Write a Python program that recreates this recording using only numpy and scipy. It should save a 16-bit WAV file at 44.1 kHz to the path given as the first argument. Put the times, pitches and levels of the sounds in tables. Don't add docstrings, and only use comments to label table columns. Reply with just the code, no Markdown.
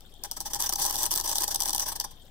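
import sys
import numpy as np
from scipy import signal
from scipy.io import wavfile
from scipy.ndimage import uniform_filter1d

SR = 44100
rng = np.random.default_rng(int(sys.argv[2]) if len(sys.argv) > 2 else 0)


def wav_record(signal):
    frames = np.transpose(np.atleast_2d(signal))
    bounded = np.clip(frames, -1, 1)
    quanta = np.round(bounded * 32767).astype(np.int16)
    wavfile.write(sys.argv[1], SR, quanta)


N = 101430
STRENGTH_SPREAD_DB = 2


def from_db(db):
    return 10 ** (np.asarray(db) / 20)


def rms_one(x):
    return x / np.sqrt(np.mean(x ** 2) + 1e-20)


def at_hz(points, hz):
    table_hz, values = np.array(points).T
    return np.interp(np.log(hz), np.log(table_hz), values)


def drift(rate_hz):
    step, settle = 40, 2000
    pole = np.exp(-2 * np.pi * rate_hz * step / SR)
    noise = rng.standard_normal(N // step + settle + 2)
    slow = signal.lfilter([1], [1, -2 * pole, pole * pole], noise)[settle:]
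    return np.interp(np.arange(N) / step, np.arange(len(slow)), rms_one(slow))


def resonance(x, hz, width_hz):
    r = np.exp(-np.pi * width_hz / SR)
    feedback = [1, -2 * r * np.cos(2 * np.pi * hz / SR), r * r]
    return signal.lfilter([(1 - r * r) / 2, 0, (r * r - 1) / 2], feedback, x + 1e-18)


def pair(alike, pan_db, mid, side):
    alike = np.clip(alike, 0, 1)
    pan = from_db([[pan_db / 2], [-pan_db / 2]])
    stereo = np.sqrt(1 + alike) * mid + np.sqrt(1 - alike) * side * [[1], [-1]]
    return pan * stereo / np.sqrt(1 + alike)


def relay():
    # start_s, level_db
    ticks = [(0.0072, -43.5), (0.1396, -48.5), (0.237, -23.5), (0.2387, -26.5), (0.313, -20.5),
             (0.319, -26.5), (0.4044, -21.5), (0.4111, -28), (0.5343, -22), (0.5464, -22), (0.6037, -22),
             (0.6158, -25), (0.6236, -20), (0.6394, -27.5), (0.6927, -20.5), (0.6974, -22.5), (0.7254, -21),
             (0.7355, -20.5), (0.737, -34), (0.7564, -23), (0.7587, -20), (0.7598, -25), (0.8195, -24.5),
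             (0.8249, -20), (0.8373, -26), (0.8421, -27), (0.8514, -18), (0.864, -17.5), (0.8982, -25),
             (0.9094, -19), (0.9548, -29), (0.9568, -18.5), (0.9648, -23.5), (0.9858, -28), (0.9925, -34),
             (1.0231, -22), (1.0318, -16), (1.0379, -19), (1.04, -22), (1.0633, -18.5), (1.1092, -18.5),
             (1.1145, -20), (1.122, -20), (1.128, -27), (1.1392, -20), (1.1544, -23), (1.1598, -16.5),
             (1.1756, -17.5), (1.1999, -22), (1.211, -19.5), (1.2619, -26), (1.2891, -26), (1.2941, -22),
             (1.3148, -21), (1.33, -24.5), (1.356, -18), (1.3806, -29), (1.3831, -16), (1.4075, -23),
             (1.4173, -25), (1.4213, -19), (1.4357, -23), (1.441, -16.5), (1.4789, -35), (1.4796, -17),
             (1.491, -30), (1.512, -26), (1.5472, -20.5), (1.6039, -19), (1.609, -21), (1.6191, -27),
             (1.6219, -16.5), (1.6345, -26.5), (1.6571, -19.5), (1.685, -20), (1.687, -28), (1.6941, -17.5),
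             (1.7058, -19.5), (1.748, -18.5), (1.7615, -21.5), (1.7785, -29), (1.7804, -17.5),
             (1.7822, -34), (1.7962, -19.5), (1.8053, -24), (2.0005, -18.5)]
    # peak_s, level_db, fall_ms (limited below)
    bursts = [(0.2484, -34, 8.1), (0.3694, -32, 7.2), (0.4075, -37.5, 10.4), (0.4618, -31.5, 13.2),
              (0.508, -39.5, 12), (0.536, -30.5, 7.3), (0.5568, -31, 9.3), (0.601, -29, 14.5),
              (0.639, -31.5, 15), (0.664, -27.5, 8.5), (0.693, -33.5, 9.1), (0.727, -29, 7.7),
              (0.788, -31.5, 13.0), (0.7975, -29, 22), (0.8201, -25.5, 14.5), (0.845, -31, 13.0),
              (0.861, -29.5, 11.6), (0.8815, -30.5, 6.1), (0.8965, -32, 12), (0.907, -33, 3.5),
              (0.9271, -28.5, 3.2), (0.9424, -32, 18), (0.9853, -29, 18), (1.0057, -31.5, 10),
              (1.0215, -31, 15), (1.0384, -31.5, 12), (1.055, -25, 2.3), (1.059, -31, 11),
              (1.1153, -29, 14), (1.1332, -29.5, 5.7), (1.157, -31, 15), (1.1813, -28, 4.2),
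              (1.196, -30.5, 7.9), (1.245, -31, 12), (1.2596, -30.5, 6.8), (1.2776, -26, 6.1),
              (1.294, -28.5, 13.6), (1.3116, -34, 8.8), (1.326, -28.5, 7), (1.3566, -29.5, 16),
              (1.376, -34.5, 14.5), (1.4076, -28, 12.3), (1.4343, -27.5, 9.1), (1.4395, -42, 13.0),
              (1.481, -30.5, 9.7), (1.5126, -30, 13.2), (1.5457, -27, 4.4), (1.5581, -22.5, 3.6),
              (1.6, -36, 17), (1.632, -31, 7.2), (1.657, -31.5, 14.4), (1.6774, -27, 2.4),
              (1.6846, -33.5, 13.6), (1.7319, -21, 3), (1.7493, -30.5, 12.8), (1.7988, -28, 9.7),
              (1.822, -31, 13.0), (1.8633, -31, 9.4), (1.8855, -30.5, 16.5), (1.9208, -31, 8),
              (1.959, -31, 7.6), (1.999, -34, 3.9), (2.0096, -29.5, 4.7), (2.044, -32, 7.3),
              (2.1133, -48.5, 8.2)]
    tick_fall_ms = 0.88
    events = [(s, db, tick_fall_ms) for s, db in ticks] + bursts
    times_s, level_db, fall_ms = np.transpose(events)
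    fall_s = np.clip(fall_ms, 0.3, 15) / 1000
    is_tick = np.arange(len(times_s)) < len(ticks)
    return click(times_s, level_db, fall_s) + knock(times_s, level_db, fall_s, is_tick)


def click(times_s, level_db, fall_s):
    # pitch_hz, width_hz, level_db
    relay_modes = [(3083, 382, -6.5), (3584, 101, -1.5), (4062, 158, -4), (4803, 302, -1), (5892, 363, 4.5),
                   (8010, 516, -2.5), (9410, 386, 1), (10150, 340, -8), (12400, 1430, -2.5),
                   (14100, 300, -4), (14750, 810, -3)]
    snap = (8900, 16600, -13)  # pitch_hz, width_hz, level_db
    left_lag_s = 0.00007
    ringing = struck(times_s, level_db, fall_s, relay_modes + [snap])
    stereo = pair(0.2, 2, *ringing)
    stereo[0] = np.roll(stereo[0], int(left_lag_s * SR))
    return signal.sosfilt(signal.butter(2, 2900, "high", fs=SR, output="sos"), stereo)


def knock(times_s, level_db, fall_s, is_tick):
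    # pitch_hz, width_hz, level_db
    case_modes = [(329.5, 69, -9.5), (605, 64, -9), (822, 64, 1.5), (1026, 134, -2.5), (1307, 47, -14),
                  (1672, 238, -12)]
    burst_below_db, burst_lag_s = 8.5, 0.00048
    tick_below_db, tick_lag_s = 11.5, 0.002986
    knee_db, squeeze = -33.5, 0.69
    level_db = level_db - squeeze * np.maximum(level_db - knee_db, 0)
    is_burst = ~is_tick
    burst_knock = struck(times_s[is_burst] + burst_lag_s, level_db[is_burst] - burst_below_db,
                         fall_s[is_burst], case_modes)
    tick_knock = blows(times_s[is_tick] + tick_lag_s, level_db[is_tick] - tick_below_db, case_modes)
    return pair(0.74, 7, *(burst_knock + tick_knock))


def struck(times_s, levels_db, fall_s, modes):
    bounces_per_s, bounce_spread_db = 9000, 2
    rattle_db, rattle_fall_s = -23, 0.018
    rise_s = 0.44 * fall_s[:, None]
    lead = SR // 50
    t = np.arange(-lead, 2 * lead) / SR
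    at = (times_s * SR).astype(int)[:, None] + np.arange(len(t))

    main = np.exp(-(t / np.where(t < 0, rise_s, fall_s[:, None])) ** 2)
    rattle = np.exp(-(t / np.where(t < 0, rise_s, rattle_fall_s)) ** 2)
    shape = main + from_db(2 * rattle_db) * rattle

    bounces = (rng.random((2, N)) < bounces_per_s / SR) * rng.choice([-1, 1], (2, N))
    bounces = rms_one(bounces * from_db(bounce_spread_db * rng.exponential(1, (2, N))))
    favour_db = rng.normal(0, STRENGTH_SPREAD_DB, (len(times_s), len(modes)))
    out, norm = 0, 0
    for k, (hz, width_hz, db) in enumerate(modes):
        contact_power = from_db(2 * (levels_db + favour_db[:, k]))[:, None] * shape
        power = np.bincount(at.ravel(), contact_power.ravel(), N + SR)[lead:N + lead]
        out = out + (-1) ** k * from_db(db) * resonance(bounces * np.sqrt(power), hz, width_hz)
        norm += from_db(2 * db) * np.pi * width_hz / SR
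    return out / np.sqrt(norm)


def blows(times_s, levels_db, modes):
    strength = from_db(rng.normal(0, STRENGTH_SPREAD_DB, (len(times_s), 2, len(modes))))
    strength = strength * rng.choice([-1, 1], (len(times_s), 2, 1))
    out = 0
    for k, (hz, width_hz, db) in enumerate(modes):
        impulses = np.zeros((2, N))
        impulses[:, (times_s * SR).astype(int)] = from_db(levels_db + db) * strength[:, :, k].T
        out = out + (-1) ** k * resonance(impulses, hz, width_hz) * SR / (2 * np.pi * width_hz)
    return out


def room(x):
    t60_s, level_db, cut_hz = 0.3, -16.5, 5700
    t = np.arange(SR // 2) / SR
    tail = rng.standard_normal((2, len(t))) * from_db(-60 * t / t60_s)
    tail = tail * (t > 0.003)
    tail = signal.lfilter(*signal.butter(1, cut_hz, fs=SR), tail)
    tail = tail / np.sqrt(np.sum(tail ** 2, 1, keepdims=True))
    return from_db(level_db) * signal.fftconvolve(x, tail, axes=1)[:, :N]


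def chatter_swell(clicks):
    max_swell_db, window_s, half_swell_db = 8.5, 0.29, -35
    window = int(window_s * SR)
    power = np.mean(clicks ** 2, 0)
    power = uniform_filter1d(uniform_filter1d(power, window), window)
    return max_swell_db * power / (power + from_db(2 * half_swell_db))


def hum(swell_db):
    # multiple of the turning rate [ratio], level_db
    hum_lines = [(1, 0.4), (3.02, -9), (4.77, -17), (40.1, -23)]
    turns_per_s, base_db, waver_db, pan_db = 18.8, -55, 0.9, 8
    t = np.arange(N) / SR
    lines = 0
    for multiple, db in hum_lines:
        phase = 2 * np.pi * (multiple * turns_per_s * t + rng.random())
        lines = lines + from_db(db + waver_db * drift(11)) * np.sin(phase)
    pan = from_db([[pan_db / 2], [-pan_db / 2]])
    return np.sqrt(2) * from_db(base_db + swell_db) * lines * pan


def whirr():
    width_hz, base_db, flutter_db = 170, -68, 7.5
    band = 0
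    for hz in [3226, 3580]:
        narrow = resonance(rng.standard_normal((2, N)), hz, width_hz)
        band = band + resonance(narrow, hz, 2 * width_hz)
    flutter = np.tanh(2 * drift(50))
    return from_db(base_db + flutter_db * flutter) * pair(0.1, 5, *rms_one(band))


def floor(swell_db):
    # pitch_hz, level_db [dB per Hz]
    floor_levels = [(50, -93.5), (120, -87), (420, -95.5), (700, -94.5), (1000, -102), (2500, -111),
                    (3300, -104), (4900, -107), (6300, -112), (8200, -107), (10000, -115), (12500, -110)]
    # pitch_hz, left-right likeness [0 to 1]
    floor_alike = [(640, 0.58), (1400, 0.16)]
    patchy_db, pan_db = 4, 5
    edges_hz = 22 * 2 ** np.arange(0, 9.7, 1 / 3)
    white = rng.standard_normal((2, 2, N))
    out = 0
    for k, (low, high) in enumerate(zip(edges_hz, edges_hz[1:])):
        band = signal.sosfilt(signal.butter(2, [low, high], "band", fs=SR, output="sos"), white[k % 2])
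        hz = np.sqrt(low * high)
        level_db = at_hz(floor_levels, hz) + patchy_db * drift(32) + swell_db * (hz < 500)
        out = out + from_db(level_db) * pair(at_hz(floor_alike, hz), pan_db, *band)
    return np.sqrt(SR / 2) * out


def scene():
    clicks = relay()
    swell_db = chatter_swell(clicks)
    return clicks + room(clicks) + hum(swell_db) + floor(swell_db) + whirr()


def record(dry):
    return signal.sosfilt(signal.cheby2(14, 60, 16450, fs=SR, output="sos"), dry)


dry = scene()
out = record(dry)
wav_record(out)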